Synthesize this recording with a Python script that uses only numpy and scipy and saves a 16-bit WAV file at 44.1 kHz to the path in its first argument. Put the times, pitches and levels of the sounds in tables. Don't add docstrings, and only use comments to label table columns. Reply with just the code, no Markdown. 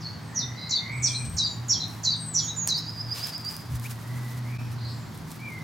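import sys
import numpy as np
from scipy import signal
from scipy.fft import rfft, irfft, next_fast_len
from scipy.io import wavfile
from scipy.ndimage import uniform_filter1d, map_coordinates

SR = 44100
rng = np.random.default_rng(int(sys.argv[2]) if len(sys.argv) > 2 else 0)


def waveform_to_disk(signal):
    frames = np.transpose(np.atleast_2d(signal))
    scaled = np.clip(frames, -1, 1) * 32767
    samples = np.round(scaled).astype(np.int16)
    wavfile.write(sys.argv[1], SR, samples)


N = 248283
TIME = np.arange(N) / SR

# (position in the note [0-1], pitch [ratio], level [dB])
SLIDE_SHAPE = [(0, 1.89, -22), (.07, 1.78, -7), (.145, 1.46, 1), (.22, 1.18, -7), (.32, 1.05, -6),
               (.5, 1.0, -2), (.72, .985, -1), (.88, .975, -10), (1, .98, -26)]
ARCH_SHAPE = [(0, .9, -18), (.15, .97, -4), (.36, 1.03, 0), (.55, .99, -1), (.7, .86, -3), (.87, .81, -9),
              (1, .79, -26)]
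STEP_SHAPE = [(0, 1.3, 2), (.06, 1.18, -0.5), (.13, .99, 7.5), (.27, 1.01, 1.5), (.36, .95, 3.5),
              (.42, .76, -1.5), (.52, .6, -15.5), (.8, .562, -17.5), (1, .565, -26)]
SLUR_SHAPE = [(0, 1.22, -13), (.12, 1.05, -2), (.25, 1, 2), (.38, .99, -5.5), (.47, 0.74, -8),
              (.6, .68, -15), (.8, .635, -8.5), (1, .63, -28)]
PIP_SHAPE = [(0, .94, -14), (.2, .985, -3), (.5, 1.02, 0), (.8, 1, -4), (1, .96, -16)]
# (time [s], length [s], pitch [Hz], level [dB])
SLIDE_NOTES = [(0.69, 0.049, 4050, -20), (1.364, 0.057, 3898, -17.5), (2.03, .054, 4036, -18.5),
               (2.666, 0.066, 4000, -19.5)]
ARCH_NOTES = [(.731, 0.043, 4433, -20), (1.414, 0.052, 4660, -22), (2.082, .06, 4554, -22.5),
              (2.723, 0.044, 4560, -24)]
STEP_NOTES = [(1.021, 0.095, 5767, -22.5), (1.682, 0.096, 5670, -22), (2.336, .106, 5740, -23.5)]
SLUR_NOTES = [(.345, 0.095, 5720, -21.5)]
PIP_NOTES = [(1.13, 0.027, 4037, -25.5), (1.784, 0.056, 4074, -26), (2.463, 0.0493, 3775, -32.5)]
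# (frequency [Hz], left minus right [dB])
SONG_BALANCE = [(3800, 1), (4600, 1), (5400, -2.5), (7500, -2.5)]

def chirping_bird(wall_delay_s=.0142):
    song = notes(SLIDE_SHAPE, SLIDE_NOTES, waver=.013)
    song += notes(ARCH_SHAPE, ARCH_NOTES, waver=.027)
    song += notes(STEP_SHAPE, STEP_NOTES, waver=.018)
    song += notes(SLUR_SHAPE, SLUR_NOTES, waver=.0085)
    song += notes(PIP_SHAPE, PIP_NOTES, waver=.028)
    through_leaves = amp(-15) * song + amp(-14) * scatter(song, t60=.06, delay=0, alike=.5)
    wall = amp(-4) * np.interp(TIME - wall_delay_s, TIME, song, left=0)
    early_yard = amp(-5) * scatter(song, t60=.17, delay=.015, alike=.66)
    late_yard = amp(-11) * scatter(song, t60=.45, delay=.03, alike=.7)
    at_microphone = through_leaves + wall + early_yard + late_yard
    return filtered(at_microphone, lambda hz: amp(np.outer([.5, -.5], along(SONG_BALANCE, hz))))

# (time [s], length [s], first, middle, last pitch [Hz], level [dB], left minus right [dB])
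THIN_WHISTLES = [(0.916, 0.51, 8090, 8140, 8430, -42, 8), (1.453, .11, 7480, 7100, 7150, -47, 2),
                 (2.16, 0.21, 8725, 8190, 7630, -39.5, 5.5), (2.396, .135, 7320, 6640, 6560, -32.5, -5),
                 (2.561, 0.12, 7420, 6630, 6950, -29, -5.5)]

def whistling_bird(flutter_db=2):
    direct = song = 0
    for *call, left_db in THIN_WHISTLES:
        flutter = amp(-2 + flutter_db * wobble(44.9))
        note = flutter * whistle(arc(*call, attack=.25, release=.28, edge_db=-11.5), waver=.0058)
        direct += lean(left_db) * note
        song += note
    early_yard = amp(-9) * scatter(song, t60=.16, delay=.0068, alike=1)
    late_yard = amp(-12) * scatter(song, t60=.61, delay=.023, alike=1)
    return direct + early_yard + late_yard

# (position in the note [0-1], pitch [ratio], level [dB])
TRILL_SHAPE = [(0, .98, -20), (.3, .955, -8), (.55, .97, -6), (.76, 1.01, 0), (.9, 1.05, -2),
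               (1, 1.07, -18)]
# (time [s], length [s], pitch [Hz], level [dB])
TRILL_NOTES = [(2.73, 0.064, 4990, -30.5), (2.85, 0.054, 4940, -30.5), (2.958, 0.062, 5015, -29),
               (3.07, 0.07, 4950, -28.5), (3.19, 0.066, 4880, -27), (3.314, .055, 4896, -30),
               (3.433, .066, 4840, -28.5)]

def trilling_bird():
    song = notes(TRILL_SHAPE, TRILL_NOTES, waver=.016)
    blurred = amp(-3) * song + amp(-4) * scatter(song, t60=.07, delay=0, alike=.8)
    yard = amp(-7) * scatter(song, t60=.59, delay=.022, alike=.84)
    return lean(left_db=-4) * blurred + yard

# (time [s], level [dB])
PAVING_TICKS = [(1.1199, -39), (1.2526, -33.5), (1.2984, -39), (1.8823, -36), (3.271, -24.5), (3.38, -28.5),
                (3.449, -29), (3.511, -30), (3.5244, -31.5), (3.5662, -24), (3.7569, -33), (3.7978, -31),
                (5.1764, -38), (5.3168, -31.5)]
BILL_SNAP = [(2.675, -11.5)]
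# (frequency [Hz], level [dB], time to fall 60 dB [s])
BILL_MODES = [(1020, -22, 0.023), (4600, -33, 0.0028), (8530, 8.5, 0.002), (12000, -7, 0.0054)]

def magpie_clicks(tick_t60=.0042):
    track = np.zeros(N)
    t = np.arange(SR // 20) / SR
    bright = signal.butter(1, [5000, 13000], "bandpass", fs=SR, output="sos")
    for s, db in PAVING_TICKS:
        burst = rng.standard_normal(len(t)) * amp(-60 * t / tick_t60)
        add(track, s, amp(db + 3) * signal.sosfilt(bright, burst))
    ring = sum(amp(db - 60 * t / t60) * np.sin(2 * np.pi * hz * t) for hz, db, t60 in BILL_MODES)
    for s, db in BILL_SNAP:
        add(track, s, amp(db - 2) * ring)
    return track + amp(-11) * scatter(track, t60=.14, delay=.00063, alike=.66)

# (time [s], level [dB])
FIDGET_LEVEL = [(.95, -80), (1.1, -66), (3.05, -62.5), (3.2, -55), (3.65, -58), (4.0, -53), (4.65, -63.5),
                (5.63, -58)]
HOP_LEVEL = [(3.1, -77), (3.16, -41), (3.27, -41), (3.34, -47), (3.42, -80)]
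# (time [s], half length [s], level [dB])
HIGH_HISSES = [(1.34, .04, -54), (1.71, .03, -56), (2.06, 0.038, -60), (2.46, .02, -57), (2.688, .018, -43),
               (2.78, 0.024, -47.5), (3.19, .045, -45.5), (3.28, 0.05, -45), (3.52, 0.071, -50),
               (3.755, .025, -48.5), (3.855, 0.031, -42.5), (3.915, 0.017, -43), (4.17, .045, -54),
               (4.312, .022, -47), (4.378, 0.016, -46), (4.51, 0.016, -53.5), (4.726, 0.016, -50),
               (5.152, 0.015, -53), (5.32, 0.044, -52)]
BILL_TUGS = [(1.262, 0.013, -49), (1.325, 0.027, -56)]
# (frequency [Hz], level [dB])
HISS_SPECTRUM = [(400, -10), (1200, 4), (3000, -1), (6000, 0), (9000, 0), (13000, -0.5), (15800, -4.5)]
PLUMAGE_SPECTRUM = [(250, -10), (480, 1), (1300, -8), (3800, 1.5), (6500, -3), (11000, -24)]

def rustle_and_hisses():
    hop_db, = curves(HOP_LEVEL)
    fidget_db, = curves(FIDGET_LEVEL)
    grains = unit(amp(2 * wobble(900) + 1.9 * wobble(60)))
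    stirring = amp(fidget_db + 2.7 * wobble(12))
    hiss = amp(2) * np.hypot(stirring, swells(HIGH_HISSES)) * noise(HISS_SPECTRUM)
    body = (amp(hop_db - 2) + swells(BILL_TUGS)) * noise(PLUMAGE_SPECTRUM)
    return grains * (hiss + body)

# (time [s], half length [s], level [dB])
AIR_PUFFS = [(1.003, 0.025, -39), (1.25, 0.027, -42), (1.326, 0.067, -35.5), (3.742, 0.042, -32.5)]
# (frequency [Hz], level [dB])
PUFF_SPECTRUM = [(20, -34), (50, -9), (85, -3.5), (150, -5), (300, -42), (1000, -70)]

def air_puffs():
    return swells(AIR_PUFFS) * noise(PUFF_SPECTRUM)

# (time [s], length [s], first, middle, last pitch [Hz], level [dB])
ECHOING_CALLS = [(.003, 0.023, 6920, 5000, 4300, -42), (.02, .055, 4520, 4390, 4315, -35.5),
                 (0.206, 0.13, 8700, 8100, 6600, -60.5), (0.279, 0.57, 1869, 2040, 2050, -47.5),
                 (.565, .11, 4110, 4065, 4284, -39.5), (0.543, .13, 4860, 4900, 5100, -47),
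                 (0.792, .18, 2170, 2104, 2310, -37.5), (0.879, .33, 2400, 2344, 2436, -42.5),
                 (3.953, .52, 1908, 1980, 1833, -52), (4.44, .16, 2150, 2380, 2602, -47),
                 (4.539, .16, 5800, 5400, 5100, -59), (4.848, .2, 8460, 7560, 7250, -58.5)]
# (time [s], pitch [Hz], level [dB])
HARSH_CALL = [(4.77, 4200, -51), (4.83, 4400, -43), (4.88, 4568, -40.5), (4.92, 4650, -56),
              (4.95, 4817, -63)]
FLUTED_NOTE = [(5.39, 2260, -52), (5.44, 2356, -40), (5.485, 2310, -38.5), (5.51, 2133, -45),
               (5.58, 2066, -41.5), (5.63, 2127, -61)]
SQUEAK = [(3.838, 1596, -59), (3.852, 2280, -41), (3.864, 2550, -39), (3.878, 2880, -58)]

def soft_calls():
    calls = sum(whistle(arc(*call, attack=.42, release=.37, edge_db=-4), waver=.0318)
                for call in ECHOING_CALLS)
    calls += whistle(HARSH_CALL, waver=.067)
    fluted = whistle(FLUTED_NOTE, waver=.014)
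    calls_echo = scatter(calls, t60=.45, delay=0, alike=.82)
    squeak = amp(-1) * lean(left_db=3.6) * whistle(SQUEAK, waver=.057)
    fluted_echo = amp(-4) * scatter(fluted, t60=.2, delay=.011, alike=.56)
    return calls_echo + squeak + amp(-3) * fluted + fluted_echo

# (time [s], length [s], firing rate [Hz], level [dB])
ENGINE_REVS = [(0.398, 0.16, 123, -35), (0.923, 0.39, 124.5, -33), (1.565, 0.15, 121.5, -33.5),
               (3.026, .11, 114.9, -35), (3.662, .29, 122.5, -32.5), (4.082, 0.923, 124, -31),
               (5.37, .13, 121, -38.5)]
# (time [s], level [dB])
IDLE_LEVEL = [(0, -45), (2.1, -40), (3.0, -43), (3.5, -50), (3.95, -38.5), (5.0, -39), (5.2, -58),
              (5.5, -46)]
DRONE_LEVEL = [(0, -39.5), (.25, -52.5), (1.3, -50), (2.1, -44.5), (2.45, -41.5), (2.9, -45.5), (3.3, -53),
               (4.7, -51), (5.1, -44), (5.63, -44.5)]

def far_motors(idle_hz=111.7, drone_hz=161.1, ramp_s=.086, sag_hz_per_s=7.57, sag_db_per_s=2.5):
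    idle_db, = curves(IDLE_LEVEL)
    drone_db, = curves(DRONE_LEVEL)
    hz, db = idle_hz, idle_db
    for s, length, rev_hz, rev_db in ENGINE_REVS:
        held = TIME - s
        throttle = np.clip(np.minimum(held, length - held) / ramp_s + .5, 0, 1)
        hz = hz + throttle * (rev_hz - sag_hz_per_s * held - idle_hz)
        db = db + throttle * (rev_db - sag_db_per_s * held - idle_db)
        drone_db -= 10.5 * throttle
    engine = motor_hum(hz, db - 1, unsteady=.0094, swing_db=.7, octave_db=-19.5)
    drone = motor_hum(drone_hz, drone_db, unsteady=.0214, swing_db=1.5, octave_db=-27.5)
    return engine + drone

def motor_hum(hz, db, unsteady, swing_db, octave_db):
    phase = 2 * np.pi * np.cumsum(hz * (1 + unsteady * wobble(20))) / SR
    phase = phase + .15 * np.outer([1, -1], wobble(4.1))
    gain = np.sqrt(2) * amp(db + swing_db * wobble(14))
    return gain * (np.sin(phase) + amp(octave_db) * np.sin(2 * phase))

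# (time [s], level [dB])
ROAD_LEVEL = [(0, -43), (.7, -42), (1.35, -41), (2.1, -43), (2.85, -42), (3.3, -44.5), (4.2, -42.5),
              (5.1, -40.5), (5.63, -40.5)]
# (frequency [Hz], level [dB])
RUMBLE_SPECTRUM = [(15, -65), (25, -48), (38, -19), (64, -17), (92, -4.5), (107, -4), (134, -4.5),
                   (166, -5), (188, -10.5), (219, -6), (248, -13), (271, -11.5), (500, -28), (650, -54),
                   (1100, -120)]
TYRE_SPECTRUM = [(200, -5), (450, -0.5), (650, 2), (950, 5), (1400, 0.5), (1900, -1), (2800, -9),
                 (4500, -6), (6500, -12.5), (9000, -21), (15500, -22)]

def traffic():
    road_db, = curves(ROAD_LEVEL)
    rumble = amp(road_db + .66 * wobble(6)) * noise(RUMBLE_SPECTRUM)
    wash = amp(-47 + .32 * wobble(3.11)) * noise(TYRE_SPECTRUM)
    return lean(left_db=-.5) * (far_motors() + rumble + wash)

# (frequency [Hz], correlation [0-1])
STEREO_LIKENESS = [(30, 0.091), (70, 0.92), (140, 0.99), (280, 0.64), (1200, 0.69), (5000, 0.72),
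                   (12000, 1)]

def noise(spectrum):
    def response(hz):
        width = np.arccos(np.clip(along(STEREO_LIKENESS, hz), -1, 1)) / 2
        return amp(along(spectrum, hz)) * [np.cos(width), np.sin(width)]
    mid, side = filtered(rng.standard_normal((2, N)), response)
    return unit(np.array([mid + side, mid - side]))

def whistle(rows, waver, overtone_db=-44):
    start, end = rows[0][0], rows[-1][0]
    t = np.arange(start, max(end, start + .01), 1 / SR)
    hz, db = curves(rows, t)
    tremble = map_coordinates(rng.standard_normal(1024), [(t - start) * 350], mode="mirror")
    phase = 2 * np.pi * np.cumsum(uniform_filter1d(hz, size=90) * (1 + waver * tremble)) / SR
    tone = np.sin(phase) + amp(overtone_db) * np.sin(2 * phase)
    fade = np.clip(np.minimum(t - start, t[-1] - t) / .002, 0, 1)
    track = np.zeros(N)
    add(track, start, np.sqrt(2) * fade * amp(db) * tone)
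    return track

def notes(shape, table, waver):
    song = np.zeros(N)
    for s, length, hz, db in table:
        rows = [(s + u * length, hz * ratio, db + shape_db) for u, ratio, shape_db in shape]
        song += whistle(rows, waver, overtone_db=-41)
    return song

def arc(s, length, first_hz, middle_hz, last_hz, db, attack, release, edge_db):
    u = np.linspace(0, 1, 33)
    glide_hz = np.polyval(np.polyfit([0, .5, 1], [first_hz, middle_hz, last_hz], deg=2), u)
    scoop = 1 - .0453 * np.exp(-u / .0695)
    opening = np.clip(np.minimum(u / attack, (1 - u) / release), 0, 1)
    return np.transpose([s + u * length, glide_hz * scoop, db + edge_db * (1 - opening)])

def scatter(x, t60, delay, alike, size=16384):
    t = np.arange(size) / SR
    decay = amp(-60 * t / t60) * np.clip((t - delay) / .0024, 0, 1)
    width = np.arccos(np.clip(alike, -1, 1)) / 2
    window = np.sin(np.pi * np.arange(size) / size)
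    padded = np.pad(x, (size // 2, size))
    out = np.zeros((2, len(padded) + size))
    for start in range(0, N + size // 2, size // 2):
        mid, side = rng.standard_normal((2, size)) * decay / np.linalg.norm(decay)
        piece = padded[start:start + size] * window
        if piece.any():
            tail = np.cos(width) * mid + np.sin(width) * np.array([side, -side])
            out[:, start:start + 2 * size - 1] += signal.fftconvolve(piece[None], tail, axes=1)
    return out[:, size // 2:][:, :N]

def amp(db):
    return 10 ** (np.asarray(db) / 20)

def unit(x):
    return x / np.sqrt(np.mean(x ** 2) + 1e-20)

def along(points, hz):
    knots_hz, values = np.transpose(points)
    return np.interp(np.log(hz + 1), np.log(knots_hz + 1), values)

def curves(rows, t=TIME):
    s, *columns = np.transpose(rows)
    return [np.interp(t, np.sort(s), column) for column in columns]

def swells(rows):
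    return sum(amp(db) * np.exp(-((TIME - s) / half) ** 2) for s, half, db in rows)

def wobble(rate):
    return map_coordinates(rng.standard_normal(int(N * rate / SR) + 4), [TIME * rate])

def filtered(x, response):
    size = next_fast_len(N + SR // 2)
    return irfft(rfft(x, size) * response(np.fft.rfftfreq(size, 1 / SR)), size)[..., :N]

def add(track, s, sound):
    part = track[max(round(s * SR), 0):][:len(sound)]
    part += sound[:len(part)]

def lean(left_db):
    return amp([[left_db / 2], [-left_db / 2]])

def scene():
    birds = chirping_bird() + whistling_bird() + trilling_bird() + soft_calls()
    return birds + rustle_and_hisses() + magpie_clicks() + air_puffs() + traffic()

def record(dry, dip_s=4.58, dip_half_s=.0055, dip_db=-15, top_hz=16000):
    dip = amp(dip_db * swells([(dip_s, dip_half_s, 0)]))
    return filtered(dry * dip, lambda hz: hz < top_hz)

dry = scene()
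out = record(dry)
waveform_to_disk(out)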